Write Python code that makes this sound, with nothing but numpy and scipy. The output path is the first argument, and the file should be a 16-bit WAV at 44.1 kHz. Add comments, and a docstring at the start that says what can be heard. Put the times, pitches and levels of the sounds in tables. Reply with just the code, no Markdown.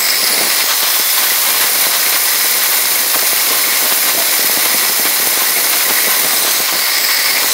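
"""Homemade corn grinder in a yard

A motor mill, built from a metal pot with a plastic funnel and an outlet pipe, grinds dried corn.
Countless tiny fractures merge into a roar that rings in the pot and the funnel, while fine meal hisses
out of the pipe. Whole kernels crunch in short surges and knock dully inside. A hand-held mono
microphone moves in close from the funnel to the outlet, then returns from further off."""
import sys
import numpy as np
from scipy import signal
from scipy.fft import rfft, irfft, next_fast_len
from scipy.io import wavfile

SR = 44100
rng = np.random.default_rng(int(sys.argv[2]) if len(sys.argv) > 2 else 0)


def to_wav(s):
    """Save 16-bit WAV."""
    ch = np.atleast_2d(s).T  # columns
    pcm = np.round(np.clip(ch, -1, 1) * 32767)  # PCM
    wavfile.write(sys.argv[1], SR, pcm.astype(np.int16))


N = 332073
TIME = np.arange(N) / SR
FFT_SIZE = next_fast_len(N + 4096)
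BIN_HZ = np.maximum(np.arange(FFT_SIZE // 2 + 1) * SR / FFT_SIZE, 1)

# Whole kernels knocking inside the pot. Each row: time in seconds, level in dB.
KERNEL_KNOCKS = [(0.2318, -12.5), (0.4115, -9), (0.4521, -14), (0.467, -12), (0.641, -14), (0.831, -14.5),
                 (0.9969, -15.5), (1.319, -14), (1.6434, -16), (1.868, -8.5), (2.146, -15), (3.159, -9),
                 (3.227, -13), (3.3315, -8), (3.5075, -9), (3.7265, -16), (3.9235, -8), (4.058, -19),
                 (4.15, -12), (4.18, -13), (4.3936, -15), (4.4455, -14), (4.4972, -9), (4.5738, -7.5),
                 (4.6605, -9), (4.7187, -13), (4.7448, -12), (4.8311, -15), (4.8952, -10), (4.996, -8.5),
                 (5.054, -9), (5.2005, -13.5), (5.2306, -13), (5.2728, -11), (5.3753, -13.5),
                 (5.4207, -9.5), (5.5732, -13), (5.9087, -8), (6.0791, -11), (6.17, -12.5), (6.2472, -8),
                 (6.2667, -20), (6.3326, -17), (6.4234, -14), (6.4493, -8.5), (6.478, -12.5), (6.6024, -11),
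                 (6.7266, -10), (6.7384, -9), (6.7555, -14), (7.4442, -12.5)]


def grinding(roar_db, pot):
    """Dense fractures excite the pot and merge into a roar."""
    return filtered(grains(per_s=20000, spread_db=2.5) * from_db(roar_db), pot)


def metal_pot():
    """Gain over frequency of the pot: its resonances stand out of a broad roar."""
    # Colour of the roar. Each row: frequency in Hz, level in dB per Hz.
    roar_colour = [(30, -102), (120, -81), (300, -72), (600, -59), (900, -57.5), (1300, -58.5),
                   (1700, -56.5), (2900, -59), (3700, -56.5), (5600, -57), (7300, -60.5), (8500, -59),
                   (15600, -77)]
    # Resonances of the pot. Each row: frequency in Hz, width in Hz, level in dB per Hz.
    pot_modes = [(320, 14, -66), (440, 15, -67), (652, 9.9, -68), (1045, 18, -51.5), (1094, 41, -58),
                 (1187, 64, -57.5), (1503, 28, -54), (1954, 50, -61), (1970, 37, -54), (2110, 13, -52.5),
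                 (2166, 28, -56.5), (2370, 30, -52.5), (2730, 43, -56.5), (3950, 140, -54.5),
                 (4170, 410, -59.5), (4370, 240, -55.5), (4970, 87, -59), (5120, 95, -52.5)]
    return with_rings(roar_colour, pot_modes)


def feed_flutter(surge_db, bite_db, wobble_db, wobble_hz):
    """Level swing in dB as grain arrives unevenly: slow surges, quick bites and a loose wobble."""
    wobble = rms_one(filtered(rng.standard_normal(N), resonance(wobble_hz, width=21) ** 2))
    return surge_db * drift(26) + bite_db * rotor_bites(per_s=130, fade_s=0.002) + wobble_db * wobble


def rotor_bites(per_s, fade_s):
    """The rotor bites at random moments: a curve that jumps up and fades, with a spread of 1."""
    swell = fading(rng.random(N) < per_s / SR, fade_s)
    return rms_one(swell - swell.mean())


def funnel(low_db, high_db):
    """The funnel rings like a horn, in spurts as grain hits it: a low pair of modes and a high one."""
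    # Resonances of the funnel. Each row: frequency in Hz, width in Hz, level in dB per Hz.
    funnel_modes = [(1950, 150, -53.5), (2167, 105, -51.5), (5115, 154, -51.5)]
    out = np.zeros(N)
    for (hz, width, db), level_db in zip(funnel_modes, (low_db, low_db, high_db)):
        spurts = from_db(2.3 * rotor_bites(per_s=45, fade_s=0.013) - 1.5)
        excitation = rng.standard_normal(N) * np.sqrt(SR / 2) * spurts
        out += filtered(excitation * from_db(db + level_db), resonance(hz, width))
    return out


def funnel_beam_db(place, side_db, mouth_db, ripple_db, spacing):
    """The funnel is loudest over its mouth and has side lobes, `spacing` apart in place."""
    side_lobes = np.cos(2 * np.pi * (1 - place) / spacing)
    return side_db + mouth_db * lobe(place, centre=1, width=.19) + ripple_db * side_lobes


def outlet(place, spurt_db):
    """Fine meal sprays through the pipe; the finest sizzle spreads more evenly than the hiss."""
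    # Colour of the hiss. Each row: frequency in Hz, level in dB per Hz.
    hiss_colour = [(4500, -100), (6000, -70), (7000, -61.5), (8500, -92), (9100, -63), (10800, -59.5),
                   (12900, -60), (13900, -54.5), (15600, -56)]
    # Resonances of the pipe. Each row: frequency in Hz, width in Hz, level in dB per Hz.
    pipe_modes = [(5940, 130, -59.5), (6310, 380, -59), (7490, 130, -58), (9050, 99, -52.5),
                  (9550, 250, -55), (10280, 190, -55.5), (11540, 330, -54), (11950, 400, -59.5),
                  (12900, 280, -55), (13170, 220, -62)]
    pipe = with_rings(hiss_colour, pipe_modes)
    hiss_db = 3 - 8.5 * place ** 2 + 0.42 * spurt_db + 0.95 * drift(75)
    sizzle_db = 2.5 - 0.5 * place + spurt_db
    spray = rng.standard_normal(N) * np.sqrt(SR / 2) * from_db(.5 * drift(35))
    finest = 1 / (1 + (12800 / BIN_HZ) ** 24)   # the sizzle lies above 12.8 kHz
    hiss = filtered(spray * from_db(hiss_db), pipe * (1 - finest))
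    sizzle = filtered(spray * from_db(sizzle_db), pipe * finest)
    return hiss + sizzle


def hiss_beams(place, back):
    """Narrow bands of hiss swell and glide as the microphone passes through their beams."""
    # Each row: place where strongest, width in place, frequency there in Hz, glide in Hz per unit
    # of place, level in dB per Hz, change in dB a step further back.
    beams = [(0.38, .15, 3430, 400, -53, -11), (.59, 0.12, 4050, 630, -52.8, 4),
             (.92, .09, 4600, 900.5, -51, 3), (.64, 0.16, 6350, 3001, -51.5, -1),
             (0.53, 0.17, 8250, -300, -58, 8), (1.08, .1, 7860, -500, -50.3, -1),
             (.9, .062, 10330, 2999.5, -49.3, -6), (.42, 0.19, 9900, 399.5, -64.5, 15),
             (1.1, 0.061, 11800, 2504, -52.5, 0), (.39, 0.27, 14000, -200, -53, -6)]
    out = np.zeros(N)
    for centre, width, hz, glide_hz, db, back_db in beams:
        skirt = 1 / (1 + (BIN_HZ / (0.059 * hz)) ** 2)   # half width: 5.9 % of the frequency
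        a, b = [filtered(noise, skirt) for noise in rng.standard_normal((2, N))]
        phase = 2 * np.pi * np.cumsum(hz + glide_hz * (place - centre)) / SR
        band = np.sqrt(SR) * (a * np.cos(phase) + b * np.sin(phase))
        out += from_db(db + back_db * back) * lobe(place, centre, width) * band
    return out * from_db(1.5 * drift(60))


def crunches(pot):
    """Each kernel bursts quickly into fragments that rattle the pot and settle more slowly."""
    # The loudest kernels being crushed. Each row: peak time in seconds, level in dB, length in seconds.
    loud = [(0.609, -14.5, 0.017), (0.706, -13.2, 0.036), (0.834, -14, 0.025), (0.872, -18, 0.02),
            (0.947, -18.5, 0.02), (1.181, -13, 0.011), (1.239, -15.5, 0.022), (1.48, -19, 0.04),
            (1.626, -14.7, 0.028), (1.845, -19, 0.038), (1.939, -18.5, 0.04), (2.146, -15, 0.032),
            (2.626, -18.5, 0.044), (2.733, -18, 0.038), (3.145, -14, 0.016), (3.469, -17, 0.011),
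            (3.532, -18, 0.056), (3.867, -15, 0.019), (3.919, -15.5, 0.024), (4.093, -16, 0.026),
            (4.278, -18, 0.01), (4.657, -16.5, 0.023), (5.064, -14, 0.017), (5.411, -18, 0.017),
            (5.737, -15.5, 0.013), (5.807, -19, 0.034), (5.901, -15.5, 0.022), (6.113, -16, 0.035),
            (6.335, -15, 0.014), (6.48, -17.5, .06), (6.692, -16.5, 0.015), (6.747, -21, 0.032),
            (6.877, -17.5, 0.027), (7.101, -17, 0.029)]
    # Colour of a crunch. Each row: frequency in Hz, gain in dB.
    crunch_colour = [(100, -11), (400, -1), (1100, 5), (2200, 2), (3500, 3.5), (5500, -4.5), (12000, -9)]
    fragments = rms_one(filtered(grains(per_s=5000, spread_db=1.0), pot * colour(crunch_colour)))
    small = [(s, -26.5, .018) for s in TIME[rng.random(N) < 6.6 / SR]]   # about 6.6 a second
    power = np.zeros(N)
    for s, db, length in list(loud) + small:
        near = np.abs(TIME - s) < 4 * length
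        age = (TIME[near] - s) / length
        half_power_age = np.where(age < 0, .4, .55)
        power[near] += from_db(2 * db) * .5 ** ((age / half_power_age) ** 2)
    return np.sqrt(power) * fragments


def knocks(usual_hz, scatter, damping, band_hz, gain_db):
    """Each knock is a heavily damped thump of about one cycle; the small pot radiates little bass."""
    out = np.zeros(N)
    t = TIME[:SR // 40]
    usual_db = np.mean(KERNEL_KNOCKS, axis=0)[1]
    for s, db in KERNEL_KNOCKS:
        rise = .03 * (db - usual_db)   # harder knocks are higher
        hz = usual_hz * np.exp(rise + scatter * rng.standard_normal())
        thump = np.sin(2 * np.pi * hz * t) * np.exp(-damping * hz * t)
        start = int((s - 0.22 / hz) * SR)
        out[start:start + len(t)] += (from_db(db) * thump / thump.max())[:N - start]
    return from_db(gain_db) * signal.sosfilt(signal.butter(2, band_hz, "band", fs=SR, output="sos"), out)


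def clonk(start_s, rise_s):
    """One harder blow swells into a short hollow ring."""
    # Each row: frequency in Hz, level in dB, seconds to fall by 60 dB.
    clonk_modes = [(457, -16.5, 0.13), (594, -26.5, 0.12), (680, -15, 0.26), (750, -31, .15),
                   (920, -18, 0.091)]
    t = np.maximum(TIME - start_s, 0)
    ring = sum(from_db(db - 60 * t / t60) * np.sin(2 * np.pi * hz * t) for hz, db, t60 in clonk_modes)
    return ring * (1 - np.exp(-t / rise_s))


def churning(churn_db):
    """The tumbling mass gives a run of soft, low bumps, and rattles briefly after each knock."""
    # Colour of the mass. Each row: frequency in Hz, gain in dB.
    churn_colour = [(25, -46), (60, -32), (110, -15), (170, -2.5), (300, 3.5), (480, 6.5), (800, 2),
                    (1500, -18), (4000, -50)]
    s, db = np.transpose(KERNEL_KNOCKS)
    kicks = np.bincount((s * SR).astype(int), from_db(2 * (db - 15)), N)
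    power = from_db(2 * (churn_db - 3.5)) + fading(kicks, fade_s=0.0081)
    bumps = grains(per_s=1000, spread_db=3.0) * from_db(2.1 * drift(22))
    return np.sqrt(power) * rms_one(filtered(bumps, colour(churn_colour)))


def yard(x, sway_s):
    """Add a few near echoes, whose paths change as the hand sways."""
    # Echoes off the ground, the door and the wall. Each row: delay in seconds, level in dB.
    echoes = [(.0027, -34), (.0049, -42), (.0083, -27.5), (0.013, -19.5), (0.0193, -25), (.029, -18)]
    out = x.copy()
    for delay, db in echoes:
        lag = np.round((delay + sway_s * drift(0.2)) * SR).astype(int)
        out += from_db(db) * np.take(x, np.arange(N) - lag, mode="wrap")
    return from_db(-1.68) * out


def grains(per_s, spread_db):
    """Random tiny impacts of uneven size, at a power of 1 per Hz."""
    hits = rng.random(N) < per_s / SR
    sizes = from_db(spread_db * np.minimum(rng.exponential(1, N), 4))
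    return rms_one(hits * sizes * rng.choice([-1, 1], N)) * np.sqrt(SR / 2)


def drift(hz):
    """Random motion, mostly slower than `hz`, with an rms of 1."""
    return rms_one(filtered(rng.standard_normal(N), 1 / (1 + (BIN_HZ / hz) ** 2)))


def fading(jumps, fade_s):
    """Give each jump an exponential tail."""
    return signal.lfilter([1], [1, -np.exp(-1 / (fade_s * SR))], jumps + 1e-18)


def lobe(place, centre, width):
    """Bell-shaped directivity, 1 at its centre."""
    return np.exp(-.5 * ((place - centre) / width) ** 2)


def resonance(hz, width):
    """Frequency response of one resonance, 1 at its peak."""
    return 1 / (1 + 1j * (BIN_HZ ** 2 - hz ** 2) / (BIN_HZ * width))


def colour(points):
    """Gain over frequency from (Hz, dB) points."""
    hz, db = np.transpose(points)
    return from_db(np.interp(np.log(BIN_HZ), np.log(hz), db))


def with_rings(floor, modes):
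    """A broad colour with resonances standing out of it."""
    ring_power = sum(np.abs(from_db(db) * resonance(hz, width)) ** 2 for hz, width, db in modes)
    return np.sqrt(colour(floor) ** 2 + ring_power)


def filtered(x, response):
    """Pass a signal through a frequency response."""
    size = 2 * (len(BIN_HZ) - 1)
    return irfft(rfft(x, size) * response, size)[:N]


def in_time(rows):
    """Each column of a timed table at every sample."""
    s, *columns = np.transpose(rows)
    return [np.interp(TIME, s, column) for column in columns]


def from_db(db):
    """Decibels to gain."""
    return 10 ** (np.asarray(db) / 20)


def rms_one(x):
    """Scale to an rms of 1."""
    return x / np.sqrt(np.mean(x ** 2) + 1e-20)


def scene():
    """The load drives the mill and the microphone's place balances funnel and outlet; dual mono."""
    # Load on the mill. Each row: time in seconds, churning level in dB, change of the roar in dB.
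    mill_load = [(0.0, -29, -.8), (0.45, -24.5, 2.5), (0.8, -34.5, 0), (1.15, -36, 1.5), (1.6, -27, 1.5),
                 (2.3, -29, 1), (2.8, -27.5, .5), (3.7, -27, 0.7), (4.7, -26, 1.5), (5.2, -29, 0.5),
                 (5.9, -25.5, 1), (6.55, -27.5, 0.5), (6.95, -31, 0), (7.53, -25, 1.7)]
    # The microphone's path. Each row: time in seconds, place (0 in front of the outlet, 1 over the
    # funnel's mouth), distance (0 close, 1 a step back).
    microphone_path = [(0.0, 1.1, 0), (0.16, 0.96, 0), (0.42, 0.87, 0), (0.62, 0.84, 0.1), (0.8, 0.52, 0),
                       (1.05, 0.39, 0), (1.9, 0.072, .2), (5.75, .04, 0.53), (6.12, .22, .7),
                       (6.45, .58, 0.74), (6.72, 0.83, 1), (7.05, 1, 1), (7.35, 0.9, 1), (7.53, 0.65, 1)]
    churn_db, roar_db = in_time(mill_load)
    place, back = in_time(microphone_path)
    pot = metal_pot()
    feed_db = feed_flutter(surge_db=0.44, bite_db=1.19, wobble_db=0.31, wobble_hz=64)
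    spurt_db = feed_flutter(surge_db=0.5, bite_db=1.0, wobble_db=0.6, wobble_hz=72.6)
    low_db = funnel_beam_db(place, side_db=0.1, mouth_db=2.9, ripple_db=3.56, spacing=0.82)
    high_db = funnel_beam_db(place, side_db=-.7, mouth_db=8.8, ripple_db=3, spacing=.5)
    # From further back the funnel's low ring gains and its high ring loses.
    low_db += 1.4 * back + 0.75 * drift(5)
    high_db -= 3.2 * back
    mill = grinding(roar_db + feed_db, pot) + funnel(low_db + feed_db, high_db + feed_db)
    meal = outlet(place, spurt_db) + hiss_beams(place, back)
    kernels = churning(churn_db) + crunches(pot) + clonk(start_s=4.174, rise_s=.004)
    kernels += knocks(usual_hz=573, scatter=0.2, damping=2.4, band_hz=(203, 3000), gain_db=3.8)
    return np.tile(yard(mill + meal + kernels, sway_s=.00008), (2, 1))


def record(dry):
    """The deepest bass is thinned, the highest peaks are rounded and the top is cut steeply."""
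    thinned = signal.sosfilt(signal.butter(4, 62, "high", fs=SR, output="sos"), dry)
    rounded = thinned / (1 + (thinned / .92) ** 12) ** (1 / 12)
    top_cut = np.clip((15750 - BIN_HZ) / 150 + .5, 0, 1)
    return np.array([filtered(channel, top_cut) for channel in rounded])


dry = scene()
out = record(dry)
to_wav(out)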